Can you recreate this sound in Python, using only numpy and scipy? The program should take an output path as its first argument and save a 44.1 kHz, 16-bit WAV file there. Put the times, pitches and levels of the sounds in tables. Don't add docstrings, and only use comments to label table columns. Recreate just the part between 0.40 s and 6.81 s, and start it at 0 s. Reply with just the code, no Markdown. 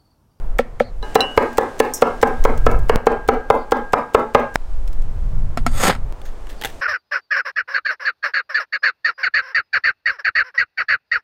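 import sys
import numpy as np
from scipy import signal
from scipy.fft import rfft, irfft, next_fast_len
from scipy.io import wavfile

SR = 44100
rng = np.random.default_rng(int(sys.argv[2]) if len(sys.argv) > 2 else 0)


def dump_mix(stems):
    frames = np.atleast_2d(stems).T
    limited = np.clip(frames, -1, 1)
    pcm = np.round(limited * 32767).astype(np.int16)
    wavfile.write(sys.argv[1], SR, pcm)


N = 282681
TIME = np.arange(N) / SR
AGE = TIME[:SR // 2]

# (frequency [Hz], relative level [dB], t60 [s])
DISH_MODES = [(240.3, -28, 0.22), (383, -31.5, 0.27), (447.5, -20.5, 0.13), (575, -28, 0.25),
              (787, -26, 0.18), (853, -26, 0.59), (987, -23.5, 0.19), (1260, -30.5, 0.46),
              (1520, -42.5, 0.9), (1613, -30.5, 1.1), (1725, -31.5, 0.34), (2120, -39.5, 0.19)]
# (frequency [Hz], relative density [dB per Hz])
CRUNCH = [(800, -19), (2000, 7), (4000, 0), (8000, 3), (11000, -6.5), (15000, -1)]
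# (frequency [Hz], relative density [dB per Hz])
CRACK = [(500, 4.5), (1500, 11), (3000, 3.5), (5000, -5), (8500, -15), (11000, -19), (15000, -43)]


def from_db(db):
    return 10 ** (np.asarray(db) / 20)


def rms_one(x):
    return x / np.sqrt(np.mean(x ** 2) + 1e-20)


def gains_in_time(rows):
    s, *columns = np.transpose(rows)
    return [from_db(np.interp(TIME, s, column)) for column in columns]


def coloured(x, spectrum):
    hz, db = np.transpose(spectrum)
    size = next_fast_len(len(x))
    bins = np.maximum(np.arange(size // 2 + 1) * SR / size, 1)
    weight = from_db(np.interp(np.log(bins), np.log(hz), db))
    return rms_one(irfft(rfft(x, size) * weight, size)[:len(x)])


def noise(spectrum, size):
    return coloured(rng.standard_normal(size), spectrum)


def grains(size, spread_db):
    strength = np.repeat(rng.standard_normal(size // 16 + 1), 16)[:size]
    strength_db = min(spread_db, 8) * np.clip(strength, -2, 2)
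    return rms_one(rng.standard_normal(size) * from_db(strength_db))


def decay(t60):
    return np.exp(-np.log(1000) * AGE / max(t60, 1e-3))


def struck(modes, uneven_db, detune):
    chance = rng.standard_normal((len(modes), 2))
    out = np.zeros(len(AGE))
    for k, ((hz, db, t60), (stronger, sharper)) in enumerate(zip(modes, chance)):
        sine = np.sin(2 * np.pi * hz * (1 + detune * sharper) * AGE)
        polarity = (-1) ** k
        out += polarity * from_db(db + uneven_db * stronger) * decay(t60) * sine
    return out


def add(track, s, sound):
    start = max(round(s * SR), 0)
    track[start:start + len(sound)] += sound[:len(track) - start]


def yard(x, level_db):
    # (frequency [Hz], relative density [dB per Hz])
    echo_spectrum = [(100, 4), (250, 2), (450, -3.5), (800, -1.5), (1300, -4.5), (2000, -0.5), (3500, -8),
                     (7000, -12.5), (15000, -5)]
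    # (delay [s], relative level [dB])
    echo_shape = [(0.004, 5.5), (0.014, -1.5), (0.03, 1), (0.046, 3), (0.08, -2.5), (0.13, -14),
                  (0.2, -27.5), (0.45, -54)]
    s, db = np.transpose(echo_shape)
    response = noise(echo_spectrum, len(AGE)) * from_db(np.interp(AGE, s, db))
    return from_db(level_db) * signal.fftconvolve(x, response / np.linalg.norm(response))[:len(x)]


def crackle():
    size = SR // 8
    return coloured(grains(size, spread_db=4.5), CRUNCH) * decay(0.038)[:size]


def chopping(crunch_s=.01, bite_s=0.00048, settle_s=0.0042, settle_db=-4):
    # (time [s], force [dB], flesh under the edge [dB])
    chops = [(0.7559, -0.5, 12.5), (0.976, 0.5, 2.5), (1.183, -2.5, 11), (1.402, -1.5, 12),
             (1.6219, -1, 7.5), (1.8294, 0, 5.5), (2.0513, -3.5, 0), (2.265, -2, 0), (2.496, -2, 2),
             (2.6688, -2, -3), (2.888, -1, -0.5), (3.1015, -2, -14), (3.3207, -3, 3), (3.534, -1.5, 1.5),
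             (3.7466, 0, 3), (3.9481, 0.5, -5), (4.1572, 6, 3.5)]
    # (multiple of the board pitch, relative level [dB], t60 [s])
    thud_modes = [(0.518, -16, 0.13), (0.998, 2, 0.04), (1.222, -2.5, 0.031)]
    # (frequency [Hz], relative level [dB], t60 [s])
    knock_modes = [(787.5, 0.5, 0.022), (1054, -3, 0.019), (1285, -4, 0.02), (1651, -14.5, 0.014),
                   (2085, -20, 0.026), (2645, -27, 0.02)]
    # (frequency [Hz], relative level [dB], t60 [s])
    bump_modes = [(81.5, -17, 0.032), (131, -24.5, .06)]
    board_hz, board_scatter = 456, 0.0086
    thud_db, knock_db, crack_db, crunch_db, echo_db, dishes_db = -1, 0, -12, -33, -6.5, -1.5
    cushion = 0.21
    lift_s, lift_db = .049, -42.5
    chopping_ends_s = 4.1592
    out = np.zeros(N)
    for s, force_db, flesh_db in chops:
        pitch_hz = board_hz * (1 + board_scatter * rng.standard_normal())
        deep_modes = [(k * pitch_hz, db, t60) for k, db, t60 in thud_modes]
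        thud = -struck(deep_modes, uneven_db=1.2, detune=.008)
        knock = struck(knock_modes, uneven_db=2, detune=.04)
        settling = from_db(settle_db) * struck(knock_modes, uneven_db=3.0, detune=0.022)
        add(knock, settle_s * rng.uniform(0.714, 1.27), settling)
        onset = 1 - np.exp(-AGE / bite_s)
        board = (from_db(thud_db) * thud + from_db(knock_db - cushion * flesh_db) * knock) * onset
        blow = board + from_db(crack_db) * noise(CRACK, len(AGE)) * decay(0.016)
        dishes = from_db(dishes_db) * struck(DISH_MODES, uneven_db=5.0, detune=0.002)
        bump = struck(bump_modes, uneven_db=3, detune=.08)
        add(out, s, from_db(force_db) * (blow + yard(blow, level_db=echo_db) + dishes + bump))
        pressing = np.interp(AGE, [0, crunch_s / 2, crunch_s, crunch_s + 0.0023], [0.38, 0.025, 1.62, 0])
        crunch = pressing * coloured(grains(len(AGE), spread_db=4.5), CRUNCH)
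        add(out, s - crunch_s, from_db(crunch_db + flesh_db) * crunch)
        add(out, s + lift_s, from_db(lift_db + force_db) * crackle())
    return out * np.clip((chopping_ends_s - TIME) / .001, 0, 1)


def steel(tick_db=-20, sizzle_db=0):
    # (time [s], blade level [dB], its two lowest modes [dB re blade], dishes level [dB])
    touches = [(0.627, -25.5, -14, -8.5), (0.755, -18, -1, -22), (0.8058, -4, 0, -17)]
    # (frequency [Hz], relative level [dB], t60 [s])
    blade_modes = [(2385, -43, 0.2), (2766, -14, 0.25), (2917, -16.5, 0.5), (3983, -4.5, 0.06),
                   (5360, -28, 0.11), (5895, -24, 0.061), (7680, -39.5, 0.13), (8586, -41, 0.14),
                   (9250, -33.5, 0.06), (10970, -30, 0.048)]
    # (time [s], level [dB])
    clink = (1.537, -23.5)
    # (frequency [Hz], relative level [dB], t60 [s])
    clink_modes = [(5280, -11, 0.37), (5700, -2, 0.14), (6100, -18, 0.15), (6650, -4, 0.15),
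                   (7250, -9, 0.17), (8100, -1, 0.11), (8640, -1, 0.073), (12000, -3, 0.079),
                   (13100, -7, 0.09)]
    out = np.zeros(N)
    for s, blade_db, low_db, dishes_db in touches:
        tick = from_db(tick_db) * noise(CRUNCH, len(AGE)) * decay(0.019)
        low = struck(blade_modes[:2], uneven_db=.3, detune=0)
        high = struck(blade_modes[2:], uneven_db=.3, detune=0)
        add(out, s, from_db(blade_db) * (from_db(low_db) * low + high + tick))
        add(out, s, from_db(dishes_db) * struck(DISH_MODES, uneven_db=0, detune=0.00054))
    clink_s, clink_db = clink
    sizzle = noise([(4600, -41), (5600, 3), (8500, -6), (15000, -13)], len(AGE)) * decay(0.16)
    ring = struck(clink_modes, uneven_db=1, detune=0)
    add(out, clink_s, from_db(clink_db) * (ring + from_db(sizzle_db) * sizzle))
    return out


def jar(lead_s=0.0037, lag_s=0.00313, thud_db=0, bounce_s=0.01196, bounce_db=-22, squelch_db=-13):
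    # (time [s], rim level [dB], paste shifting inside [dB])
    knocks = [(0.189, -12, -23.5), (0.4012, -14.5, -35.5)]
    # (frequency [Hz], relative level [dB], t60 [s])
    rim_modes = [(1150, -2, 0.0086), (1372, -1, 0.044), (1700, 3, 0.016), (2250, -1.5, 0.022),
                 (3250, -8, 0.015)]
    # (frequency [Hz], relative level [dB], t60 [s])
    jar_thud_modes = [(239, -16.5, 0.11), (340, -46, 0.05), (480, -2, 0.048), (568, -4.5, 0.052),
                      (760, -3.5, 0.021)]
    out = np.zeros(N)
    for s, rim_db, paste_db in knocks:
        squelch = from_db(squelch_db) * noise(CRACK, len(AGE)) * decay(0.095)
        knock = from_db(rim_db) * (struck(rim_modes, uneven_db=-0.5, detune=0.023) + squelch)
        onset = 1 - np.exp(-AGE / 0.00089)
        thud = from_db(thud_db) * struck(jar_thud_modes, uneven_db=0.7, detune=0.019) * onset
        add(knock, lag_s, thud)
        add(knock, bounce_s, from_db(bounce_db) * thud)
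        add(out, s, knock + yard(knock, level_db=-26.5))
        add(out, s - lead_s, from_db(paste_db) * crackle())
    return out


def chilies(hollow_db=-7):
    # (time [s], level [dB])
    squelches = [(1.8142, -29), (2.0394, -26), (2.1765, -36.5), (2.3136, -34), (2.3886, -39), (2.8775, -34),
                 (4.1414, -39), (4.477, -38.5), (4.529, -43.5), (4.619, -45)]
    # (time [s], level [dB])
    slices = [(5.853, -42), (6.092, -39), (6.256, -31)]
    # (time [s], level [dB])
    snaps = [(5.816, -39), (6.0697, -41), (6.2137, -26), (6.222, -23.5), (6.237, -20), (6.2476, -14.5),
             (6.2547, -19.5)]
    # (frequency [Hz], relative density [dB per Hz])
    brittle = [(200, -25), (450, 3), (810, -13), (1150, -14), (1690, 1.5), (2300, -6.5), (3220, -4.5),
               (5000, -12.5), (10000, -17.5), (16000, -18)]
    # (frequency [Hz], relative level [dB], t60 [s])
    pod_modes = [(825, -2.5, 0.094), (1720, -8, 0.052), (3290, 7, 0.016)]
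    pops_from_s, pops_until_s, pop_count, softest_pop_db, pop_range_db = 0.93, 2, 6, -46, 8
    slice_t60_s, snap_t60_s = 0.21, 0.021
    out = np.zeros(N)
    for when, size in rng.random((pop_count, 2)):
        pop_s = pops_from_s + when * (pops_until_s - pops_from_s)
        add(out, pop_s, from_db(softest_pop_db + pop_range_db * size) * crackle())
    for s, db in squelches:
        add(out, s, from_db(db) * crackle())
    for s, db in slices:
        rustle = coloured(grains(len(AGE), spread_db=5), brittle) * decay(slice_t60_s)
        add(out, s, from_db(db) * rustle)
    for s, db in snaps:
        splinters = coloured(grains(len(AGE), spread_db=5), brittle) * decay(snap_t60_s)
        hollow = from_db(hollow_db) * struck(pod_modes, uneven_db=3, detune=.08)
        add(out, s, from_db(db) * (splinters + hollow))
    return out


def pressure(full_s):
    hold_s, swell_db_per_s, release_db_per_s = 0.052, 225, 461
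    early = np.maximum(full_s - TIME, 0)
    late = np.maximum(TIME - full_s - hold_s, 0)
    return from_db(-swell_db_per_s * early - release_db_per_s * late)


def blade_on_board(ring_db=-25, after_ring_db=-4, tick_db=-14):
    # (time [s], level [dB])
    taps = [(5.1736, -13.5), (5.2645, -7.5), (5.551, -25)]
    # (frequency [Hz], relative level [dB], t60 [s])
    contact_modes = [(243, -6, 0.12), (700, -2, 0.035), (1330, -1.5, 0.034), (1900, -12, 0.036),
                     (2230, -12, 0.025), (2720, -22, 0.024), (3560, -37, 0.025), (4220, -18, 0.023),
                     (4600, -30, 0.03), (5340, -16, 0.024), (6700, -20, 0.034), (7450, -18, 0.016),
                     (8600, -26, 0.037), (10140, -22, 0.018), (12000, -25, 0.015), (13600, -25, 0.015)]
    # (frequency [Hz], relative level [dB], t60 [s])
    pressed_blade_modes = [(1352, -19.5, 0.1), (3430, -33, 0.13), (4555, -35, 0.15), (4640, -30, 0.12),
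                           (5290, -38, 0.12), (6665, -34, 0.078), (6760, -33, 0.12), (7650, -35, 0.1),
                           (8550, -29, 0.13), (8900, -36, 0.09), (10170, -35.5, 0.1), (13450, -37, 0.08)]
    # (frequency [Hz], relative density [dB per Hz])
    catching = [(10, -8), (70, 7), (250, -29), (1000, -60)]
    # (frequency [Hz], relative density [dB per Hz])
    edge_hiss = [(1800, -36), (3400, 4), (4700, -11), (5800, -1), (6700, 11), (7600, 4), (8700, 8),
                 (10500, -4.5), (13300, 2.5), (16000, -18)]
    # (frequency [Hz], relative density [dB per Hz])
    wood_rasp = [(110, -41), (180, -2), (323, -11.5), (549, -5.5), (634, -13), (800, -3), (923, -11.5),
                 (1530, -9.5), (1990, -10), (2750, -20), (4000, -24), (5200, -25.5), (8800, -120)]
    scrape_full_s, rasp_lag_s = 5.43, 0.021
    hiss_db, rasp_db, catch_db = -24.5, -14.5, 1.5
    out = np.zeros(N)
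    singing = struck(pressed_blade_modes, uneven_db=0, detune=0)
    for s, db in taps:
        tick = from_db(tick_db) * noise(CRACK, len(AGE)) * decay(0.073)
        knock = struck(contact_modes, uneven_db=1, detune=.003)
        add(out, s, from_db(db) * (knock + tick + from_db(after_ring_db) * singing))
    edge, wood = pressure(scrape_full_s), pressure(scrape_full_s + rasp_lag_s)
    slips = grains(N, spread_db=3.5) * from_db(catch_db * noise(catching, N))
    ringing = rms_one(signal.fftconvolve(slips, singing)[:N])
    sing = from_db(ring_db) * edge ** .8 * ringing
    hiss = from_db(hiss_db) * edge * coloured(slips, edge_hiss)
    rasp = from_db(rasp_db) * wood * coloured(slips, wood_rasp)
    after_second_tap = TIME > taps[1][0]
    return out + (hiss + sing + rasp) * after_second_tap


def clicks():
    # (time [s], level [dB])
    click_times = [(2.559, -0.5), (5.725, -22.5)]
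    out = np.zeros(N)
    for s, db in click_times:
        add(out, s, from_db(db) * decay(0.0079))
    return out


def birds(waver_hz=260):
    # (time [s], length [s], first frequency [Hz], level [dB])
    calls = [(0.387, 0.13, 4400, -50), (3.158, 0.1, 4650, -54), (5.833, 0.07, 6650, -53),
             (6.167, 0.078, 4600, -52)]
    sag_hz_per_s = 1700
    out = np.zeros(N)
    for s, length_s, first_hz, db in calls:
        along = np.clip(AGE / length_s, 0, 1)
        waver = waver_hz * noise([(300, 2), (2000, -28)], len(AGE))
        hz = first_hz - sag_hz_per_s * AGE + waver
        tone = np.sin(2 * np.pi * np.cumsum(hz) / SR)
        add(out, s, from_db(db) * np.sin(np.pi * along) * tone)
    return out


def outdoors(rumble_db=3.5, buffet_db=2, low_db=-2.0, hiss_db=-1):
    # (time [s], relative rumble level [dB], relative buffeting level [dB])
    wind = [(0.05, -16.5, -43.5), (0.37, -30, -44.5), (0.44, -35, -44), (0.58, -19.5, -43),
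            (0.81, -40.5, -49), (1.5, -42, -51), (1.87, -34.5, -45), (2.01, -12, -41), (2.26, -12, -27.5),
            (2.37, -9, -26), (2.56, -15, -37), (2.62, -32.5, -43), (2.99, -26, -49), (3.02, -35, -51),
            (3.47, -34, -51), (3.63, -46, -57), (4.09, -41, -50), (4.18, -25.5, -51.5), (4.53, -16, -43),
            (4.69, -21, -36), (5.04, -16.5, -26.5), (5.17, -31, -34), (5.2, -15, -28.5), (5.5, -24.5, -31),
            (5.72, -19, -42), (5.74, -26, -44), (6.02, -29.5, -55), (6.41, -37, -46)]
    # (time [s], relative low level [dB], relative hiss level [dB])
    air = [(0, -42, -66), (0.61, -48, -63.5), (0.65, -35.5, -50.5), (2.1, -37.5, -53), (2.6, -40, -63),
           (4.3, -44.5, -59), (5.65, -42.5, -62), (6.41, -41.5, -52)]
    # (frequency [Hz], relative density [dB per Hz])
    rumble_spectrum = [(4, -11.5), (10, 5.5), (20, -2), (35, -6.5), (60, -19.5), (110, -45), (200, -80)]
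    # (frequency [Hz], relative density [dB per Hz])
    buffet_spectrum = [(35, -9.5), (70, 2.5), (110, -0.5), (160, -5.5), (220, -20), (500, -48), (1000, -77)]
    # (frequency [Hz], relative density [dB per Hz])
    low_spectrum = [(100, -9.5), (250, 0.5), (550, 1), (1100, -5), (2000, -15), (4000, -30.5),
                    (9000, -39.5)]
    # (frequency [Hz], relative density [dB per Hz])
    hiss_spectrum = [(1200, -7), (2500, 8.5), (5000, 5), (8500, 2.5), (11000, -6), (16000, -15)]
    ceiling = .9
    gust, flutter = gains_in_time(wind)
    low_gain, hiss_gain = gains_in_time(air)
    swing = from_db(rumble_db) * gust * noise(rumble_spectrum, N)
    rumble = ceiling * np.tanh(swing / ceiling)
    buffet = from_db(buffet_db) * flutter * noise(buffet_spectrum, N)
    low = from_db(low_db) * low_gain * noise(low_spectrum, N)
    hiss = from_db(hiss_db) * hiss_gain * noise(hiss_spectrum, N)
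    return rumble + buffet + low + hiss


def scene():
    on_board = chopping() + steel() + jar() + chilies() + blade_on_board()
    return (on_board + clicks() + birds() + outdoors())[None]


def record(dry):
    flattened = dry / (1 + dry ** 20) ** (1 / 20)
    cutoff_hz = 15900
    low_pass = signal.ellip(10, .1, 80, cutoff_hz, fs=SR, output="sos")
    return signal.sosfilt(low_pass, flattened)


dry = scene()
out = record(dry)
dump_mix(out)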